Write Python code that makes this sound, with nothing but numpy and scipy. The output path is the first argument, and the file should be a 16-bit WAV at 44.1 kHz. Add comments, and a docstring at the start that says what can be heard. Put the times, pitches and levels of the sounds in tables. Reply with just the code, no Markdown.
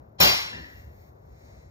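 """A low rumble fills a garage and a faint high whine pulses: coloured and narrow-band noise, both throughout.
One end of a loaded barbell touches, the blow and a bounce follow: irregular contacts ring the iron and the room,
a noise burst gives the crack, landings thud in the floor modes and loose plates chatter.
The load settles with a softer knock and clinks as it is lifted: contacts on load and sleeve modes.
The bar brushes the legs going up and down: swelling hiss. Two close microphone ports hear it all."""
import sys
import numpy as np
from scipy import signal
from scipy.fft import rfft, irfft, next_fast_len
from scipy.io import wavfile

SR = 44100
rng = np.random.default_rng(int(sys.argv[2]) if len(sys.argv) > 2 else 0)


def inscribe(sig):
    """Save sig as 16-bit PCM at rate SR to the path in sys.argv[1].

    A 1-D sig is mono; a 2-D sig holds one channel per row.
    Samples are clipped to [-1, 1] before scaling.
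    """
    pcm = np.round(np.clip(np.atleast_2d(sig).T, -1, 1) * 32767)
    wavfile.write(sys.argv[1], SR, pcm.astype(np.int16))


N = 74970


def amp(db):
    """Amplitude factor of a level in dB."""
    return 10 ** (np.asarray(db) / 20)


def rms_one(x):
    """Scale to rms 1 over all channels."""
    return x / np.sqrt(np.mean(x ** 2) + 1e-20)


def at_hz(points, hz):
    """Interpolate a table over log frequency."""
    table_hz, values = np.transpose(points)
    return np.interp(np.log(np.maximum(hz, 1)), np.log(table_hz), values)


def in_time(rows):
    """Interpolate a table over time, per sample."""
    table_s, values = np.transpose(rows)
    return np.interp(np.arange(N) / SR, table_s, values)


def lowpass(order, hz):
    """Butterworth low-pass sections."""
    return signal.butter(order, hz, fs=SR, output="sos")


def coloured(spectrum, size=N):
    """Two unrelated noises shaped to a spectrum above 20 Hz, rms 1."""
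    hz = np.fft.rfftfreq(size, 1 / SR)
    white = rfft(rng.standard_normal((2, size)))
    return rms_one(irfft(white * amp(at_hz(spectrum, hz)) * (hz > 20), size))


def drift(knots_per_s):
    """Slow random level: normal knots of spread 1, joined by lines."""
    knots = rng.standard_normal(200)
    return np.interp(np.arange(N) / SR * knots_per_s, np.arange(200), knots)


# rumble spectrum: f/Hz, relative density/dB
RUMBLE_SPECTRUM = [(30, -15), (45, -6), (65, 5), (100, 0.5), (170, -9), (300, -13), (550, -8), (900, -16.5),
                   (1400, -25.5), (2000, -34), (3000, -47.5), (5000, -49.5), (9000, -57), (16000, -63.5)]
# swell of the rumble bass: t/s, relative level/dB
BASS_SWELL = [(0, 7), (.074, -3.5), (.146, 2.5), (.18, -2), (.5, -1.5), (.596, 3.5), (.65, -1), (.77, -1),
              (.866, 2.5), (.93, 3.5), (1.0, 1.5), (1.1, -0.5), (1.168, -5.5), (1.278, 2), (1.42, -2.5),
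              (1.46, 2), (1.58, -2.5), (1.62, 2), (1.7, 1)]
# swell of the upper rumble: t/s, relative level/dB
UPPER_SWELL = [(0, 3), (.15, -1.5), (.5, 4), (.75, 0), (1.0, 0), (1.2, 0.5), (1.45, 0.5), (1.7, -0.5)]
RUMBLE_DB, BASS_BELOW_HZ = -48.5, 100
BASS_LUMPS_DB, UPPER_LUMPS_DB = 3, 1  # spread of the random level


def rumble():
    """Low noise whose level comes in lumps, most of all in the bass."""
    noise = coloured(RUMBLE_SPECTRUM)
    bass = signal.sosfiltfilt(lowpass(2, BASS_BELOW_HZ), noise)
    bass_db = in_time(BASS_SWELL) + BASS_LUMPS_DB * drift(25.0)
    upper_db = in_time(UPPER_SWELL) + UPPER_LUMPS_DB * drift(13.0)
    return amp(RUMBLE_DB) * (amp(bass_db) * bass + amp(upper_db) * (noise - bass))


WHINE_HZ, WHINE_HALF_WIDTH_HZ, WHINE_DB = 14200, 330, -85.5
PULSES_PER_S, PULSE_PEAK_S, PULSE_SHARPNESS = 30, 0.026, 0.72


def whine():
    """Narrow high noise band under a steady periodic pulse."""
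    edges_hz = [WHINE_HZ - WHINE_HALF_WIDTH_HZ, WHINE_HZ + WHINE_HALF_WIDTH_HZ]
    band = signal.butter(2, edges_hz, "band", fs=SR, output="sos")
    hiss = signal.sosfilt(band, rng.standard_normal((2, N)))
    phase = 2 * np.pi * PULSES_PER_S * (np.arange(N) / SR - PULSE_PEAK_S)
    pulse = np.exp(PULSE_SHARPNESS * np.cos(phase))
    return amp(WHINE_DB) * rms_one(pulse * hiss)


# bar on cloth: f/Hz, relative density/dB
BRUSH_SPECTRUM = [(1500, -8), (2100, 1.3), (3000, -19), (4000, -11), (5200, -11.5), (7000, -12.5),
                  (8000, -17), (9000, -17.5), (10200, -28.5), (11500, -24.5), (13000, -18.5),
                  (14300, -13.5), (15500, -20), (16200, -44)]
# brushing: t/s, level/dB
BRUSH_LEVEL = [(0, -94), (.45, -80.5), (.6, -60.5), (.8, -59.5), (.9, -68.5), (1.02, -63.5), (1.09, -67),
               (1.13, -77), (1.2, -75.5), (1.3, -69), (1.45, -60.5), (1.6, -62), (1.7, -68.5)]
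# treble of the brushing against the rest: t/s, relative level/dB
BRUSH_TREBLE = [(0, -2.5), (1.1, 5), (1.3, -2.5), (1.7, -11)]
BRUSH_TREBLE_ABOVE_HZ = 11000


def brushing():
    """Smooth friction hiss of the bar along the legs, with a moving treble share."""
    hiss = coloured(BRUSH_SPECTRUM)
    low = signal.sosfiltfilt(lowpass(4, BRUSH_TREBLE_ABOVE_HZ), hiss)
    treble = amp(in_time(BRUSH_TREBLE)) * (hiss - low)
    return amp(in_time(BRUSH_LEVEL)) * (low + treble)


# the blow as heard through room and microphone: f/Hz, relative density/dB
BLOW_COLOUR = [(35, -30.5), (60, -13.5), (120, -8), (190, -4.5), (300, -6), (500, -3), (1000, -1.36),
               (1500, -7.0), (2400, -6.5), (3400, -4.5), (4200, -5), (5200, -3.5), (6200, -6),
               (7300, -11.0), (8200, -13.0), (9600, -9.5), (10500, -20), (11200, -52.5), (12300, -25.5),
               (13400, -6), (15200, -9.5), (16200, -61)]
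# decay of the garage: f/Hz, t60/s
GARAGE_T60 = [(80, 0.26), (300, .35), (800, 0.54), (1800, 0.7), (4000, 0.63), (9000, 0.53), (14000, .35)]
GARAGE_RISE_S = 0.0024


def garage(x):
    """Two diffuse room responses: coloured noise that dies band by band, convolved with x."""
    t, hz = np.arange(SR) / SR, np.fft.rfftfreq(SR, 1 / SR)
    noise = rfft(coloured(BLOW_COLOUR, SR))
    centres_hz = np.geomspace(60, 16000, num=14)
    response = 0
    for k, centre_hz in enumerate(centres_hz):
        # overlapping triangular bands in log frequency
        share = np.interp(np.log(hz + 1), np.log(centres_hz), np.arange(14) == k)
        t60_s = at_hz(GARAGE_T60, centre_hz)
        response = response + irfft(noise * share, SR) * amp(-60 * t / t60_s)
    response = response * np.clip(t / GARAGE_RISE_S, 0, 1)
    response = response * np.sqrt(SR / 20) / np.sqrt(np.sum(response ** 2) / 2)
    return signal.fftconvolve(x[None], response, axes=1)[:, :N]


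CONTACTS_PER_S, CONTACT_SPREAD_DB = 900, 4
RATTLE_FADE_DB = 6.5  # after one rattle length; grows with time squared


def rattle(start_s, level_db, first_db, length_s, dull_hz):
    """A first contact, then random uneven ones that fade, low-passed at dull_hz."""
    t = np.arange(N) / SR - start_s
    fade = (t > 0) * amp(-RATTLE_FADE_DB * (t / length_s) ** 2)
    sizes = amp(CONTACT_SPREAD_DB * np.minimum(rng.exponential(1, N), 3))
    sizes = sizes * rng.choice([-1, 1], N)
    hits = sizes * (rng.random(N) < CONTACTS_PER_S / SR) * fade
    hits[int(start_s * SR)] = amp(first_db + CONTACT_SPREAD_DB)
    hits = amp(level_db) * hits / np.sqrt(np.sum(hits ** 2))
    return signal.sosfilt(lowpass(4, min(dull_hz, SR / 2.1)), hits + 1e-18)


def ringing(contacts, modes):
    """Every contact excites each mode, a two-pole resonator with its own t60."""
    out = 0
    for hz, level_db, t60_s in modes:
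        radius, w = amp(-60 / (t60_s * SR)), 2 * np.pi * hz / SR
        poles = [1, -2 * radius * np.cos(w), radius * radius]
        out = out + amp(level_db) * signal.lfilter([0, np.sin(w)], poles, contacts + 1e-18)
    return out


# light clinks as the load is taken up: t/s, relative level/dB
CLINKS = [(.53, -39), (.548, -39), (.575, -45.5), (.598, -48), (0.621, -51), (0.644, -45.5), (.686, -45.5),
          (.718, -57)]
# modes of collar and sleeve: f/Hz, relative level/dB, t60/s
SLEEVE_MODES = [(1730, -8, 0.016), (1770, 1, 0.052), (1898, 3, 0.057), (2010, -11, 0.036)]
CLINK_LENGTH_S = 0.0045


def clinks():
    """Very short rattles ring collar and sleeve."""
    contacts = sum(rattle(s, level_db, 3.3, CLINK_LENGTH_S, 6000) for s, level_db in CLINKS)
    return ringing(contacts, SLEEVE_MODES)


# loose plates on the sleeve after the blow: t/s, relative level/dB
CHATTER = [(.272, -24.5), (.30, -29.5), (0.331, -29), (0.363, -32.5), (0.404, -35), (0.447, -37)]
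CHATTER_LENGTH_S = 0.021


def chatter(modes):
    """Short rattles of loose plates ring the given damped modes."""
    contacts = sum(rattle(s, level_db, 3.0, CHATTER_LENGTH_S, 9800) for s, level_db in CHATTER)
    return ringing(contacts, modes)


# plates meet the floor: t/s, relative level/dB
THUDS = [(.2035, -21), (0.2141, -23), (0.2264, -21.5), (0.2381, -25.5), (.253, -23.5), (.267, -27.5),
         (0.299, -33), (.332, -33)]
# modes of the floor under the blow: f/Hz, relative level/dB, t60/s
FLOOR_MODES = [(73.7, -13, 0.28), (122.05, -2.5, .12), (190, 0, .11), (430, -10, 0.12), (591.4, 5, .09),
               (746, 1, 0.14), (898, -6, 0.18), (1073, 0.5, .08), (1173, 5, 0.072)]
THUD_DB, THUD_SPREAD_DB, THUD_BELOW_HZ = -4.5, 2, 2480


def thuds():
    """Each landing strikes every floor mode with a random strength of its own."""
    s, level_db = np.transpose(THUDS)
    spread = rng.standard_normal((len(s), len(FLOOR_MODES)))
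    out = 0
    for k, mode in enumerate(FLOOR_MODES):
        hits = np.zeros(N)
        hits[(s * SR).astype(int)] = amp(level_db + THUD_SPREAD_DB * spread[:, k])
        out = out + ringing(hits, [mode])
    return amp(THUD_DB) * signal.sosfilt(lowpass(2, THUD_BELOW_HZ), out)


# touch, blow, bounce, settling: t/s, relative level/dB, first contact/dB, rattle length/s, low-pass f/Hz
CLATTERS = [(0.184, -37.5, -4, .012, 5630), (0.2017, -14.5, 12.5, 0.037, 18000),
            (0.251, -25.5, 5.5, 0.03, 3200), (0.52, -43, 9, 0.066, 2480)]
# modes of the iron: f/Hz, relative level/dB, t60/s
IRON_MODES = [(2160, -3.5, 0.5), (2465, -2.5, 0.63), (2750, -5.5, 0.84), (3042, -4, .48),
              (3330, -5.5, 0.61), (3570, -5.5, .41), (3954, -6, .55), (4347, -6, 0.42), (4420, -8, 0.35),
              (4745, -9, 0.57), (4700, -5.5, .5), (5076, -8, 0.44), (5466, -7, .55), (5530, -5, .7),
              (5570, -8.5, .55), (6070, -4.5, 0.34), (6537, -7, 0.45), (7031, -7, 0.57), (8085, 0.5, 0.47),
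              (9300, 0.5, .35), (10637, 2, .4), (13400, -1.5, 0.13), (15100, -3.5, .25)]
# modes of the settling load: f/Hz, relative level/dB, t60/s
LOAD_MODES = [(243, -8, 0.027), (269.6, 2.5, 0.12), (320, 0, 0.093), (370, -3.5, 0.05), (503, -3.5, 0.04),
              (790, -8, .04), (950, -5, 0.034)]
DAMPED_SHARE = .09  # share of its t60 that iron pressed on the floor keeps
ROOM_RING_DB, ROOM_LOAD_DB, ROOM_CLINK_DB = -31.5, -28.5, -35
NEAR_RING_DB, NEAR_LOAD_DB, NEAR_CHATTER_DB, NEAR_IRON_BELOW_HZ = -16.5, 5, 0.4, 7200


def barbell():
    """Contacts ring iron, load and sleeve; the room answers and part is heard directly."""
    touch, blow, bounce, settle = (rattle(*row) for row in CLATTERS)
    contacts = touch + blow + bounce
    load = ringing(settle, LOAD_MODES)
    sleeve = clinks()
    damped = [(hz, level_db, DAMPED_SHARE * t60_s) for hz, level_db, t60_s in IRON_MODES]
    to_room = contacts + amp(ROOM_RING_DB) * ringing(contacts, damped)
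    to_room = to_room + amp(ROOM_LOAD_DB) * load + amp(ROOM_CLINK_DB) * sleeve
    iron = amp(NEAR_RING_DB) * ringing(contacts, IRON_MODES) + amp(NEAR_CHATTER_DB) * chatter(damped)
    iron = signal.sosfilt(lowpass(8, NEAR_IRON_BELOW_HZ), iron)
    near = thuds() + iron + amp(NEAR_LOAD_DB) * load + sleeve
    return garage(to_room) + near * [[1], [0]]  # direct sound in the first field only


CRACK_DB, CRACK_DECAY_S, CRACK_ABOVE_HZ = -21, 0.0024, 2100


def crack():
    """Short bright front of the blow: decaying noise, high-passed, unrelated left and right."""
    t = np.arange(N) / SR - CLATTERS[1][0]
    burst = rng.standard_normal((2, N)) * (t > 0) * np.exp(-np.abs(t) / CRACK_DECAY_S)
    highpass = signal.butter(2, CRACK_ABOVE_HZ, "high", fs=SR, output="sos")
    return amp(CRACK_DB) * signal.sosfilt(highpass, burst)


# phase by which left leads: f/Hz, phase/rad
PORT_LEAD = [(60, 0.5), (170, -0.1), (330, 0.5), (520, 3), (950, 3.5), (2400, 3.5), (2900, 3.5),
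             (3350, 3.5), (4100, 4.5), (4500, 2.5), (5400, 1.2), (6200, 1.13), (7000, 1.5), (7900, 3),
             (10700, 2.5), (12600, 5.5), (14000, 6), (16400, 6)]
# likeness of the ports: f/Hz, share/0-1
PORT_LIKENESS = [(60, .998), (170, 0.96), (520, 0.67), (1500, .72), (2400, 0.92), (2900, 0.97),
                 (3250, 0.87), (3600, 0.7), (4200, 0.31), (5500, 0.79), (6500, 0.39), (7600, 0.95),
                 (8200, 0.92), (10800, 0.95), (11600, 1), (12700, 1), (16000, 1)]
# left over right: f/Hz, level/dB
PORT_TILT = [(60, 0.5), (110, 0.5), (200, 4.5), (380, 10.5), (700, 4), (1290, 3), (2380, 1), (2900, 0.5),
             (4400, 1), (8120, 0.5), (15000, -0.5)]
OPPOSED_HZ, OPPOSED_EDGE_HZ = (7600, 11500), 700  # band of opposed ports, width of its soft edges


def ports(pair):
    """Left hears the first field; right hears it phase-shifted, rescaled and mixed with the second."""
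    size = next_fast_len(N + 4096)
    hz = np.fft.rfftfreq(size, 1 / SR)
    first, second = rfft(pair, size)
    alike = np.clip(at_hz(PORT_LIKENESS, hz), 0, 1)
    shifted = first * np.exp(-1j * at_hz(PORT_LEAD, hz))
    right = alike * shifted + np.sqrt(1 - alike ** 2) * second
    right = right * amp(-at_hz(PORT_TILT, hz))
    inside_hz = np.minimum(hz - OPPOSED_HZ[0], OPPOSED_HZ[1] - hz)
    opposed = np.sin(np.pi / 2 * np.clip(inside_hz / OPPOSED_EDGE_HZ, 0, 1)) ** 2
    right = (1 - opposed) * right - opposed * first
    return np.array([pair[0], irfft(right, size)[:N]])


def scene():
    """All sources through the two ports; the crack is added to each port directly."""
    return ports(rumble() + whine() + brushing() + barbell()) + crack()


BASS_CUT_HZ, TOP_CUT_HZ = 51, 16600


def record(dry):
    """Cut the deepest bass and the top; 60 dB down from TOP_CUT_HZ up."""
    dry = signal.sosfilt(signal.butter(2, BASS_CUT_HZ, "high", fs=SR, output="sos"), dry)
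    return signal.sosfilt(signal.cheby2(12, 60, TOP_CUT_HZ, fs=SR, output="sos"), dry)


dry = scene()
out = record(dry)
inscribe(out)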